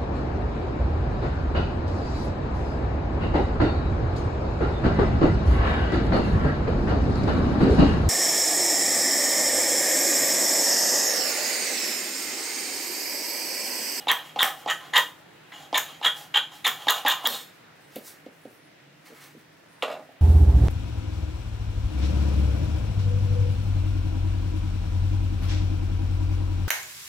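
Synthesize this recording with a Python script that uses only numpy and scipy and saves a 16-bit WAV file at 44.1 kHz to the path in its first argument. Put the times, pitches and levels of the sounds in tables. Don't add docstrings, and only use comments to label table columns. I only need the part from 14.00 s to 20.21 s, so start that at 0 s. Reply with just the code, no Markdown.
import sys
import numpy as np
from scipy import signal
from scipy.fft import rfft, irfft, next_fast_len
from scipy.io import wavfile
from scipy.ndimage import uniform_filter1d

SR = 44100
rng = np.random.default_rng(int(sys.argv[2]) if len(sys.argv) > 2 else 0)


def linear_from_db(decibels):
    return 10 ** (np.asarray(decibels, float) / 20)


def wrap_up_sound(samples):
    columns = np.atleast_2d(samples).T
    tamed = np.clip(columns, -1, 1)
    steps = np.round(tamed * 32767).astype(np.int16)
    wavfile.write(sys.argv[1], SR, steps)


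N = 273861
TIME = np.arange(N) / SR
LIFT_S, FREE_S = 3.5, 3.275

# [t/s, length/s,
# level/dB, low modes/dB, brightness/dB per kHz]
BITES = [(0.08, 0.031, -20, -6, -5), (0.388, 0.019, -19, -6.5, 14), (0.675, 0.028, -27, -3, -9.5),
         (0.934, 0.023, -22, -2.5, 0), (0.956, 0.013, -13, -6, 2.5), (1.518, 0.01, -46.5, 11, -3),
         (1.741, 0.024, -19, -7.5, -5), (2.026, 0.022, -27.5, -4.5, -5), (2.044, 0.018, -19.5, -5, 2),
         (2.34, 0.023, -21.5, 0.5, -7), (2.364, 0.0121, -19, -10, -2), (2.643, 0.019, -19.5, -8, -2),
         (2.881, 0.014, -16.5, -4, 11), (3.06, 0.0287, -20, -3, -1.5), (3.2508, 0.0063, -22, -4.5, 15),
         (3.259, 0.015, -20, -4, 27)]
# [t/s, length/s, level/dB, low modes/dB, top modes/dB]
RUNOUTS = [
    (0.103, 0.0062, -22.5, 4, -6),
    (0.423, 0.01, -29, 0.5, -2),
    (0.699, 0.015, -31, 4.5, 10.5),
    (0.97, 0.014, -22.5, 4, -2),
    (1.773, 0.01, -25.5, 3.5, 13.5),
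    (2.067, 0.0067, -24.5, -1.5, 8.5),
    (2.665, 0.0128, -18, 1, 7),
    (2.896, 0.014, -17, -3, 4),
    (3.08, 0.045, -24.5, -6, 2),
]
# [t/s, hold/s, level/dB, low modes/dB, cloth hiss level/dB]
SCRAPES = [(0.0, 0.0027, -41.5, 4, -48), (0.143, 0.039, -35.5, 3.5, -55), (0.241, 0.054, -45, -2.5, -58),
           (0.426, 0.017, -27, 9.5, -37), (0.566, 0.065, -46.5, 4.5, -58), (0.809, 0.054, -42, 5, -54.5),
           (1.03, 0.043, -47, 3, -52.5), (1.532, 0.094, -42, 2.5, -59), (1.83, 0.085, -37, -3, -56),
           (2.152, 0.066, -40.5, 4, -51), (2.424, .01, -41, -6, -72), (2.516, 0.051, -43, 1.5, -56.5),
           (2.745, 0.087, -37, -0.5, -54.5), (2.92, 0.056, -32, 4, -41.5), (3.154, 0.086, -38.5, 3, -54.5),
           (3.277, 0.052, -32.5, 2, -30)]
# [f/Hz, width/Hz, level/dB]
DRAG_MODES = [(814, 124, 0.5), (3020, 184, -10.5), (3450, 420, 0)]


def shears():
    push = linear_from_db(-66.5) * (TIME < LIFT_S)
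    low_db = np.full(N, 3.0)
    for s, hold, db, low, _ in SCRAPES:
        drag = stroke(s, hold, db - 5, attack_s=0.083, release_s=0.28)
        low_db[drag > push] = low
        push = np.maximum(push, drag)
    ride = push
    push = push * linear_from_db(-5)
    top_db, bright_db, handle_db = np.full(N, 1.5), np.full(N, -2.0), np.full(N, -16.0)

    cuts = [(s, length, db, low, -4.5, bright) for s, length, db, low, bright in BITES]
    cuts += [(s, length, db, low, top, 2.5) for s, length, db, low, top in RUNOUTS]
    for s, length, db, low, top, bright in cuts:
        cut = slice(int(s * SR), int((s + length) * SR))
        push[cut] = linear_from_db(db - 5)
        low_db[cut] = low - 2
        top_db[cut] = top + 2.5
        bright_db[cut] = bright
        handle_db[cut] = 6.5

    clusters_db = 3 * np.tanh(walk(260)) + 2 * np.tanh(walk(2500))
    threads = unit(rng.standard_normal(N) * linear_from_db(clusters_db))
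    sing = np.zeros(N)
    for hz, width, db in DRAG_MODES:
        gain = linear_from_db(db - 0.5 + low_db * (hz < 2000))
        sing += gain * mode(ring(ride * threads, hz, 2 * width), hz, width)
    force = np.roll(uniform_filter1d(push, size=130), shift=45) * threads
    held = [x[TIME < LIFT_S + .3] for x in (force, low_db, top_db, bright_db, handle_db)]
    add(sing, 0, blades(*held, scatter_db=3.5, edge_hz=3914, bottom_hz=441))
    return sing


# [f/Hz, width/Hz, level/dB]
BLADE_LOW = [(480, 360, -20.5), (623, 88, -20), (920, 230, -11), (1045, 310, 2), (1280, 180, -3),
             (1576, 170, -6), (1756, 110, -4), (1882, 90, -4)]
BLADE_MID = [(2415, 220, -5.5), (2625, 230, -12.5), (2870, 96, 0.5), (3115, 180, -8), (3157, 130, -1.5),
             (3410, 250, -6), (3600, 120, 0.5), (3756, 114, -7)]
BLADE_TOP = [(5300, 500, -19.5), (6440, 1000, -17), (6890, 340, -8), (7560, 320, -27), (9353, 1200, -16),
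             (11200, 650, -15.5), (13500, 1200, -23), (15040, 760, -27.5)]


def blades(force, low_db, top_db, bright_db, handle_db, scatter_db, edge_hz, bottom_hz):
    def group(modes, group_db, slope_db, pivot_hz):
        out = 0
        for hz, width, db in modes:
            tilt_db = slope_db * (hz - pivot_hz) / 1e3
            scatter = scatter_db * walk(25)[:len(force)]
            out = out + mode(force * linear_from_db(db + group_db + tilt_db + scatter), hz, width)
        return out
    body = group(BLADE_LOW, low_db, handle_db, 1000) + group(BLADE_MID, 0, bright_db, 3300)
    inside = signal.butter(6, [bottom_hz, edge_hz], "bandpass", fs=SR, output="sos")
    above = signal.butter(4, edge_hz, "highpass", fs=SR, output="sos")
    return signal.sosfilt(inside, body) + signal.sosfilt(above, group(BLADE_TOP, top_db, 0, 0))


# [t/s, level/dB, f/Hz]
THREADS = [(0.0835, -14, 3600), (0.087, -11.5, 3660), (0.091, -17, 3570), (0.097, -13, 3290),
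           (0.1018, -11, 3220.0), (0.1077, -15, 3080), (0.1145, -19, 3200), (0.1293, -37, 3240),
           (0.3917, -9, 3565), (0.3986, -17, 3600), (0.4066, -11, 3317), (0.4126, -19, 3450),
           (0.418, -12, 3600.0), (0.4253, -11.5, 3130), (0.699, -15, 3030), (0.703, -20, 2860),
           (0.716, -16, 3070), (0.9414, -25, 3350.0), (0.957, -17, 3200), (0.9648, -11, 3270),
           (0.9732, -14, 3480), (0.9846, -24, 3300), (1.7454, -14.5, 3470), (1.7522, -22, 3520),
           (1.7571, -21, 3385), (1.7767, -24, 2980), (2.0329, -24, 3220), (2.0493, -8.5, 3334),
           (2.0575, -9, 3313), (2.065, -6.5, 3300), (2.067, -10, 3405), (2.0769, -23, 3260),
           (2.0822, -26, 3270), (2.346, -18, 3375), (2.358, -15.5, 3140.0), (2.3694, -9.5, 3320),
           (2.3753, -16, 3310), (2.3803, -16.0, 3360), (2.3899, -26, 3280), (2.3985, -20, 3217),
           (2.6521, -22, 3690), (2.6576, -11, 3580), (2.6676, -9.5, 3214), (2.673, -17, 3300),
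           (2.6842, -15.5, 3510.0), (2.8862, -20, 3490), (2.8905, -25, 3530), (2.8959, -21, 3520),
           (2.9005, -19, 3660), (2.9128, -19, 3700), (3.0652, -31, 3360), (3.0721, -16.0, 3360),
           (3.0794, -17, 3500), (3.0992, -14.5, 3360), (3.1084, -16, 3570), (3.2559, -8.5, 3370),
           (3.262, -18, 3590), (3.269, -22, 3380), (3.345, -17, 3720)]
# [t/s, level/dB, f/Hz]
LATE_THREADS = [(0.1207, -25.5, 3300), (0.1268, -24, 3140), (0.1317, -20.5, 3060), (0.1362, -27.5, 3520),
                (0.4342, -26, 3500), (0.4425, -27, 3310), (0.4512, -23.1, 3220), (0.4664, -27, 3130),
                (0.6832, -26, 3240), (0.6876, -31, 3100), (0.6935, -22.5, 3150), (0.7052, -24, 2900),
                (0.713, -20, 3070), (0.9924, -19, 3190), (0.9978, -32, 3370), (1.7601, -18, 3350),
                (1.7715, -25, 3500), (1.7847, -22.5, 3040), (2.0931, -25.5, 3270), (2.101, -25, 3410),
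                (2.1085, -23, 3310), (2.6905, -34, 3126), (2.6976, -20, 3277), (2.9324, -22, 3480),
                (2.9414, -25, 3460), (2.9482, -18.5, 3720), (3.1203, -24, 3350), (3.1272, -26.5, 3210),
                (3.1421, -26, 3450)]


def pings():
    out, t = np.zeros(N), TIME[:900]
    shape = swell(t, peak_s=.003, rise_s=0.0011, fade_s=0.0025)
    rows = [*THREADS, *((s - .0012, db - 2.5, hz) for s, db, hz in LATE_THREADS)]
    chance = rng.random((len(rows), 4))
    for (s, db, hz), (a, b, c, d) in zip(rows, chance):
        tone = np.sin(2 * np.pi * (hz * t + a))
        tone += linear_from_db(-13.5) * np.sin(2 * np.pi * ((1100 + 800 * d) * t + b))
        tone += linear_from_db(-20.5) * np.sin(2 * np.pi * ((6800 + 500 * b) * t + c))
        tone += linear_from_db(-7.5) * np.sin(2 * np.pi * (hz + 700 * (c - .5)) * t)
        tick = np.cos(2 * np.pi * (6000 + 8000 * d) * (t - .002)) * bump(t, .002, .00015)
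        add(out, s - .0018, linear_from_db(db - 4) * (tone * shape + linear_from_db(-21) * tick))
    return out


# [t/s, level/dB, f/Hz]
SLIPS = [(0.0951, -19, 1906), (0.0981, -18, 1044), (0.1083, -15.5, 1793), (0.1088, -19.5, 1010),
         (0.1155, -24, 1950), (0.1173, -20, 1064), (0.1232, -30, 1800), (0.1248, -17, 990),
         (0.144, -28, 1004), (0.4088, -17, 1067), (0.4306, -16, 1793), (0.4311, -19, 1084),
         (0.4447, -22, 1057), (0.4578, -23, 1710), (0.4639, -19, 1200), (0.6991, -23, 1923),
         (0.7054, -22, 1290), (0.7118, -14, 1878), (0.9506, -24, 1040), (0.9653, -19, 1768),
         (0.9711, -26, 1020), (0.9775, -25, 1795), (0.9792, -14, 988), (0.9869, -30, 986),
         (0.9997, -21, 1013), (1.0038, -25, 1840), (1.75, -16, 1806), (1.7567, -24, 1850),
         (1.7596, -20, 1010), (1.7763, -19, 1773), (1.7784, -26, 990), (1.7842, -23, 1750),
         (2.0536, -20, 1760), (2.0616, -20, 990), (2.0625, -17.5, 1550), (2.0702, -18, 1770),
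         (2.3538, -23, 1680), (2.3619, -19.5, 890), (2.371, -18, 1540), (2.372, -27, 1066),
         (2.652, -20, 2030), (2.6685, -21, 1897), (2.6693, -18, 1140), (2.6756, -25, 1860),
         (2.6785, -18, 1044), (2.8829, -23, 1120), (2.8852, -15.5, 1723), (2.8934, -21, 1800),
         (2.896, -23, 1110), (2.9026, -21, 1675), (2.9063, -14.5, 1120), (3.0691, -24, 884),
         (3.0752, -16, 1633), (3.0778, -22, 1030), (3.0816, -15, 1670), (3.0865, -21, 985),
         (3.0952, -25, 966), (3.1066, -23, 1045), (3.1258, -22, 1000), (3.2722, -22, 1650)]
# [f/Hz, width/Hz, level/dB]
CHIME = [(2900, 90, -6), (3600, 90, -3), (10050, 120, 0), (11500, 120, -5)]


def slips():
    out, t = np.zeros(N), TIME[:1300]
    shape = swell(t, peak_s=.005, rise_s=0.0024, fade_s=0.0017)
    for (s, db, hz), phase in zip(SLIPS, rng.random(len(SLIPS))):
        add(out, s - .005, linear_from_db(db - 3) * np.sin(2 * np.pi * (hz * t + phase)) * shape)
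    for hz, width, db in CHIME:
        add(out, 3.9585, linear_from_db(db - 39) * np.sin(2 * np.pi * hz * t) * np.exp(-np.pi * width * t))
    return out


# [t/s, level/dB]
TICKS = [(0.1146, -11), (0.4294, -6), (0.7018, -29), (0.9777, -11), (1.7784, -11), (2.0587, -26),
         (2.3705, -32), (2.6668, -24), (2.6778, -10), (2.9053, -7), (3.0819, -9), (3.2716, -3.5),
         (3.9579, -27)]
# [t/s, jolt level/dB, after-rattle level/dB]
SNAPS = [(0.114, -5, -37), (.429, -1.5, -23), (0.7, -24, -36), (0.9777, -7, -32), (1.779, -10, -34.5),
         (2.059, -9, -38.5), (2.372, -32, -56), (2.6653, -12, -35), (2.679, -7, -40), (2.9079, -29, -36.5),
         (3.083, -16.5, -42), (3.2712, -13, -38), (3.959, -34, -55)]


def snaps():
    out, t = np.zeros(N), TIME[:5000]
    for (s, db), (jolt_s, jolt_db, rattle_db) in zip(TICKS, SNAPS):
        noise = rng.standard_normal((2, len(t)))
        tick = np.cos(2 * np.pi * 14200 * t) * bump(t, .0015, .00012)
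        tick += .3 * ring(noise[0], 12000, 12000) * bump(t, .0014, .0003)
        add(out, s, linear_from_db(db + 3.5) * tick / np.abs(tick).max())

        jolt = np.sin(2 * np.pi * 1700 * (t - .0014)) * bump(t, .0014, .00019)
        edge = (t - .0014) / .00004
        jolt -= edge * np.exp(-edge ** 2)
        rattle = ring(noise[1], 8600, 10600) * np.exp(-t / 0.025) * (1 - bump(t, 0, .0018))
        add(out, jolt_s, linear_from_db(jolt_db) * jolt + linear_from_db(rattle_db) * rattle)
    return out


# [t/s, level/dB, f/Hz, tick level/dB]
KNOCKS = [(0.071, -21, 854, -4.5), (0.361, -23.5, 814, -5), (.365, -29.5, 864, -30),
          (0.661, -21.5, 787, -10), (.674, -31, 801, -25), (0.931, -34, 835, -9), (2.981, -36, 870, -20),
          (2.993, -34.5, 1080, -20), (1.7288, -19.5, 784, -4.5), (1.7322, -26, 860, -24),
          (2.014, -30.5, 876, -8), (2.87, -20.5, 850, -3), (2.8732, -28, 780, -16.5),
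          (3.05, -20.5, 867, -5), (3.0535, -19.5, 840, -21), (3.243, -26, 860, -27),
          (3.246, -29.5, 897, -27), (5.8300, -18, 657, -22)]
# [t/s, level/dB, f/Hz, tick level/dB]
PATS = [
    (3.9595, -37.5, 323, -8),
    (3.964, -28, 528, -14),
    (4.264, -35, 522, -14),
    (4.454, -35, 534, -22.5),
    (5.102, -45.5, 467, -17),
    (5.348, -45, 441, -20),
]
# [t/s, level/dB, f/Hz, tick level/dB]
NUDGES = [(3.272, -34.5, 480, -30), (3.98, -48, 405, -25), (4.275, -55, 406, -22), (4.466, -51.5, 403, -22),
          (3.30, -36.5, 570, -30), (3.335, -43, 475, -28), (3.37, -55, 412, -35), (3.41, -53.5, 480, -46),
          (5.117, -46.5, 453, -27), (5.357, -49.5, 300, -22), (5.374, -54, 273, -25)]


def blows(table, rise_s, hold_s, thump_hz, thump_db, tick_s):
    out, t = np.zeros(N), TIME[:1500]
    swing = (1 - np.exp(-t / rise_s)) * np.exp(-(t / hold_s) ** 4)
    for s, db, hz, tick_db in table:
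        top = np.sin(2 * np.pi * hz * t) + linear_from_db(thump_db) * np.sin(2 * np.pi * thump_hz * t)
        top += linear_from_db(-8.5) * (np.sin(2 * np.pi * 1.327 * hz * t) - np.sin(2 * np.pi * 0.727 * hz * t))
        grit = rng.standard_normal(len(t)) * (np.exp(-t / tick_s) + 0.27 * np.exp(-t / 0.017))
        tick = ring(ring(grit, 3100, 1970), 3100, 1970)
        add(out, s - rise_s / 2, linear_from_db(db) * (top * swing + linear_from_db(tick_db) * tick / np.abs(tick).max()))
    return out


# [t/s, level/dB, wall modes/dB, hardness/dB]
DROPS = [(5.8237, -22.5, -1.5, 9), (5.831, -18, -8.5, 1.5), (5.843, -36, -18, -5), (5.861, -32, -17, 4),
         (5.879, -18, -18, -9), (5.899, -19, -13, -8), (5.912, -28.5, -19, 4.5), (5.924, -24, -14, -1),
         (5.939, -26, -29, -5), (5.952, -23, -19, -11), (5.968, -29, -22, -18), (5.994, -24, -24.5, -23),
         (6.024, -40, -21, -31), (6.089, -36, -30, -21)]
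# [f/Hz, width/Hz, level/dB]
ROLL_LOW = [(296, 50, -13.5), (432, 120, -14), (575, 108, -1.5), (634, 97, -2.5), (738, 120, -13)]
ROLL_MID = [(890, 240, 9), (1110, 220, 7), (1350, 150, -4)]
ROLL_TOP = [(2750, 270, -6), (3140, 810, -7), (3600, 700, -14), (6700, 870, -15), (11800, 1200, -19)]


def roll():
    forces, t = np.zeros((3, N)), TIME[:1500]
    for s, db, wall_db, hard_db in DROPS:
        crumple = np.exp(-t / 0.0051) * (1 - np.exp(-t / 0.0014))
        contact = rng.standard_normal(len(t)) * crumple * linear_from_db(db)
        for force, share_db in zip(forces, (0, wall_db, hard_db)):
            add(force, s, contact * linear_from_db(share_db))
        add(forces[0], s + .001, linear_from_db(db - 14) * np.hanning(24))
    crack_s = 5.8242
    out = linear_from_db(-12) * np.sin(2 * np.pi * 3000 * (TIME - crack_s)) * bump(TIME, crack_s, .00035)
    for force, modes in zip(forces, (ROLL_LOW, ROLL_MID, ROLL_TOP)):
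        for hz, width, db in modes:
            out += linear_from_db(db) * mode(ring(force, hz, 3 * width), hz, width)
    return out


# [f/Hz, level/dB per Hz]
CLOTH = [(1180, -43.5), (2000, -16), (2620, -13.5), (3770, -1.5), (5630, -0.5), (6590, -1.5), (13400, -1.5),
         (16000, -1.5)]
BRUSHES = [(3.465, 0.05, -80, -2, 1.8), (3.618, 0.19, -78.5, 4, 1.5), (3.967, .004, -56, 1, 0.33),
           (4.049, 0.018, -44.5, -13.5, 0.08), (4.522, .01, -67.5, -11, 2.1),
           (4.956, 0.0125, -71, -12, -0.5), (5.06, 0.045, -65, 6.5, 0.08), (5.166, 0.077, -58, 3, 0.08),
           (5.327, 0.034, -76, -2, 2), (5.277, 0.096, -74.5, -4, 1), (5.824, 0.0244, -47, 1, -0.84),
           (5.893, 0.033, -61.5, 9, -0.7), (6.118, 0.0088, -76, 1.5, 4.5)]
# [t/s, hold/s, level/dB, f/Hz]
SLEEVE = [
    (3.84, 0.027, -69.5, 8310),
    (4.421, 0.25, -73.5, 9650),
    (4.52, .02, -68, 14000),
    (5.682, 0.31, -74.5, 9300),
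    (5.925, .015, -65, 13730),
]
# [f/Hz, width/Hz, level/dB]
FREE_BLADE = [(3720, 150, 0), (4210, 120, -6), (5000, 800, -11.5), (6900, 530, -8), (8150, 700, -10),
              (13000, 1200, -7)]


def cloth():
    grains = rng.standard_normal((2, N)) * linear_from_db(2.6 * walk(40) + 1.82 * walk(900))
    bright = unit(colour(grains[0], CLOTH))
    dull = unit(ring(grains[1], 1370, 2200))

    under_blade = linear_from_db(-72) * (TIME < LIFT_S)
    for s, hold, _, _, hiss_db in SCRAPES:
        under_blade += stroke(s, hold, hiss_db - 3, attack_s=0.13, release_s=0.28)
    under_hand = linear_from_db(-78.5) * (TIME >= LIFT_S)
    heavy = under_hand * linear_from_db(-22)
    for s, hold, db, dull_db, attack_s in BRUSHES:
        brush = stroke(s, hold, db, attack_s, release_s=0.27)
        under_hand += brush
        heavy += linear_from_db(dull_db) * brush

    steel = sum(linear_from_db(db) * unit(ring(grains[1], hz, width)) for hz, width, db in FREE_BLADE)
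    blade = np.where(TIME > FREE_S, steel + linear_from_db(-4) * bright, bright)
    sleeve = np.zeros(N)
    for s, hold, db, hz in SLEEVE:
        whisper = unit(ring(ring(grains[1], hz, 2200), hz, 2200))
        sleeve += stroke(s, hold, db, attack_s=0.13, release_s=0.13) * whisper
    return under_blade * blade + under_hand * bright + heavy * dull + sleeve


# [t/s, level/dB]
BUMPS = [
    (0.429, -77),
    (2.019, -74),
    (2.879, -77),
    (3.069, -59.5),
    (3.27, -56),
    (3.959, -77),
]


def stand():
    out, t = np.zeros(N), TIME[:4000]
    for s, db in BUMPS:
        add(out, s, linear_from_db(db + 5) * np.sin(2 * np.pi * 32 * t) * np.exp(-t / .02))
    return out


# [f/Hz, T60/s]
WALLS_T60 = [(200, 0.29), (1000, 0.28), (4000, 0.25), (14000, 0.27)]
# [f/Hz, level/dB]
WALLS_DB = [(200, -2.5), (600, -3), (1200, -3), (4000, -7), (14000, -5.5)]
# [f/Hz, side minus mid level/dB]
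WALLS_SIDE = [(200, -29), (1000, -19), (4000, -12), (14000, -7)]
# [t/s, level/dB]
ECHOES = [
    (.0068, -9),
    (0.014, -12.5),
    (.023, -13),
    (0.031, -17),
]


def walls():
    t = TIME[:int(.6 * SR)]
    haze = np.zeros((2, len(t)))
    for hz in 100 * 2 ** np.arange(0, 7.6, .5):
        band = ring(rng.standard_normal(haze.shape), hz, hz / 3)
        band[1] *= linear_from_db(curve(WALLS_SIDE, hz))
        t60 = curve(WALLS_T60, hz)
        haze += band * linear_from_db(curve(WALLS_DB, hz) - 60 * t / t60) * np.sqrt(20 / t60 / SR)
    haze *= 1 - np.exp(-t / 0.00075)
    echoes = np.zeros(haze.shape)
    for s, db in ECHOES:
        echoes[:, int(s * SR)] = linear_from_db(db) * np.array([1, 0.25 * rng.standard_normal()])
    haze += signal.sosfilt(signal.butter(1, 4000, fs=SR, output="sos"), echoes)
    haze[0, 0] += 1
    return haze


# [f/Hz, level/dB per Hz]
SHED = [(15, -42), (40, -36), (114, -14.5), (500, -15), (1160, -19), (1700, -15.5), (2350, -19),
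        (10100, -43.5)]
# [f/Hz, side minus mid level/dB]
SHED_SIDE = [(30, 0.5), (125, -10), (500, 0.5), (2000, -4), (8000, 3)]
# [t/s, level/dB]
SHED_LEVEL = [(0, 3), (1.3, 1.5), (3.6, 0), (4.8, -2), (6.21, -1)]
# [f/Hz, width/Hz, level/dB]
HUM = [(153.4, 34, -3), (300, 61, -4.5)]
# [t/s, level/dB]
HUM_LEVEL = [(0, -58.5), (1.0, -58), (1.7, -58), (3.5, -63.5), (4.7, -59.5), (5.2, -59.5), (5.5, -60),
             (6.21, -66.5)]


def shed():
    out, gusts = 0, walk(0.42)
    for hz in 30 * 2 ** np.arange(0, 9.2, .5):
        band = ring(rng.standard_normal((2, N)), hz, hz / 3)
        out = out + band * linear_from_db(.5 * gusts + 1.7 * walk(8))
    mid = colour(out[0], SHED)
    side = colour(colour(out[1], SHED), SHED_SIDE)
    air_db = -55.5 + np.interp(TIME, *np.transpose(SHED_LEVEL))
    air = np.array([mid, side]) * linear_from_db(air_db) / np.sqrt(np.mean(mid ** 2))
    noise = rng.standard_normal((2, N))
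    hum = sum(linear_from_db(db) * unit(ring(ring(noise, hz, width), hz, width)) for hz, width, db in HUM)
    mid_side_db = np.array([[0], [-14]])
    return air + hum * linear_from_db(np.interp(TIME, *np.transpose(HUM_LEVEL)) + mid_side_db)


def curve(table, hz):
    points = np.array(table)
    return np.interp(np.log(np.maximum(hz, 1)), np.log(points[:, 0]), points[:, 1])


def colour(x, table):
    size = next_fast_len(len(x), real=True)
    gain = linear_from_db(curve(table, np.fft.rfftfreq(size, 1 / SR)))
    return irfft(rfft(x, size) * gain, size)[:len(x)]


def unit(x):
    return x / np.sqrt(np.mean(x ** 2))


def ring(x, hz, width):
    return signal.lfilter(*signal.iirpeak(hz, hz / width, fs=SR), x)


def mode(x, hz, width):
    return ring(x, hz, width) * np.sqrt(SR / width / 20)


def bump(t, centre_s, width_s):
    return np.exp(-((t - centre_s) / width_s) ** 2)


def swell(t, peak_s, rise_s, fade_s):
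    return np.exp(-(np.minimum(t - peak_s, 0) / rise_s) ** 2 - np.maximum(t - peak_s, 0) / fade_s)


def stroke(s, hold_s, db, attack_s, release_s):
    gain = np.zeros(N)
    span = slice(max(int((s - attack_s) * SR), 0), int((s + hold_s + release_s) * SR))
    t = TIME[span]
    away = np.maximum((s - t) / attack_s, (t - s - hold_s) / release_s)
    gain[span] = linear_from_db(db - 60 * np.maximum(away, 0))
    return gain


def walk(rate):
    step = 16 if rate < 100 else 1
    k = max(int(SR / rate / step), 2)
    levels = np.repeat(rng.standard_normal(N // step // k + 2), k)
    slewed = uniform_filter1d(uniform_filter1d(levels, k), k)
    return np.repeat(unit(slewed), step)[:N]


def add(out, s, x):
    i = int(s * SR)
    out[i:i + len(x)] += x[:len(out) - i]


# [f/Hz, level/dB]
LEAN = [(60, -29.5), (300, -24), (1200, -21), (3000, -43.5)]


def scene():
    knocks = blows(KNOCKS, rise_s=0.00083, hold_s=0.0045, thump_hz=362, thump_db=-13.0, tick_s=0.00076)
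    pats = blows(PATS, rise_s=0.0043, hold_s=0.009, thump_hz=269.0, thump_db=-3.5, tick_s=0.004)
    cutting = shears() + pings() + slips() + snaps()
    table = cutting + knocks + linear_from_db(-3.0) * pats + roll() + cloth()
    mid, side = signal.fftconvolve(table[None], walls(), axes=1)[:, :N] + shed()
    nudges = blows(NUDGES, rise_s=0.0027, hold_s=0.027, thump_hz=237, thump_db=-3.5, tick_s=.003)
    mid = mid + linear_from_db(-4.5) * pats + nudges
    side = side - colour(mid, LEAN)
    return np.array([mid + side, mid - side]) + stand()


# [t/s, depth/dB]
CLAMPS = [
    (0.1181, 2.5),
    (0.4321, 3.5),
    (2.372, -2),
    (2.673, 3.5),
    (2.9068, 3.5),
    (3.083, -0.5),
    (3.273, 9),
]


def limiter():
    down_db, t = np.zeros(N), TIME[:20000]
    for s, db in CLAMPS:
        add(down_db, s, db * (1 - np.exp(-t / 0.00026)) * np.exp(-t / 0.04))
    return linear_from_db(-down_db)


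def band_limit(x):
    return signal.sosfilt(signal.butter(12, 17150, fs=SR, output="sos"), x)


def record(dry):
    rounded = 1.3 * np.tanh(dry * limiter() / 1.3)
    thin = signal.sosfilt(signal.butter(1, 20, "highpass", fs=SR, output="sos"), rounded)
    cut = signal.sosfilt(signal.ellip(10, .2, 45, 15800, fs=SR, output="sos"), thin)
    top = signal.sosfilt(signal.ellip(10, .2, 60, 15900, "highpass", fs=SR, output="sos"), thin)
    sharp = uniform_filter1d(top ** 2, size=200) > linear_from_db(-76)
    return band_limit(cut + top * sharp)


dry = scene()
out = record(dry)
wrap_up_sound(out)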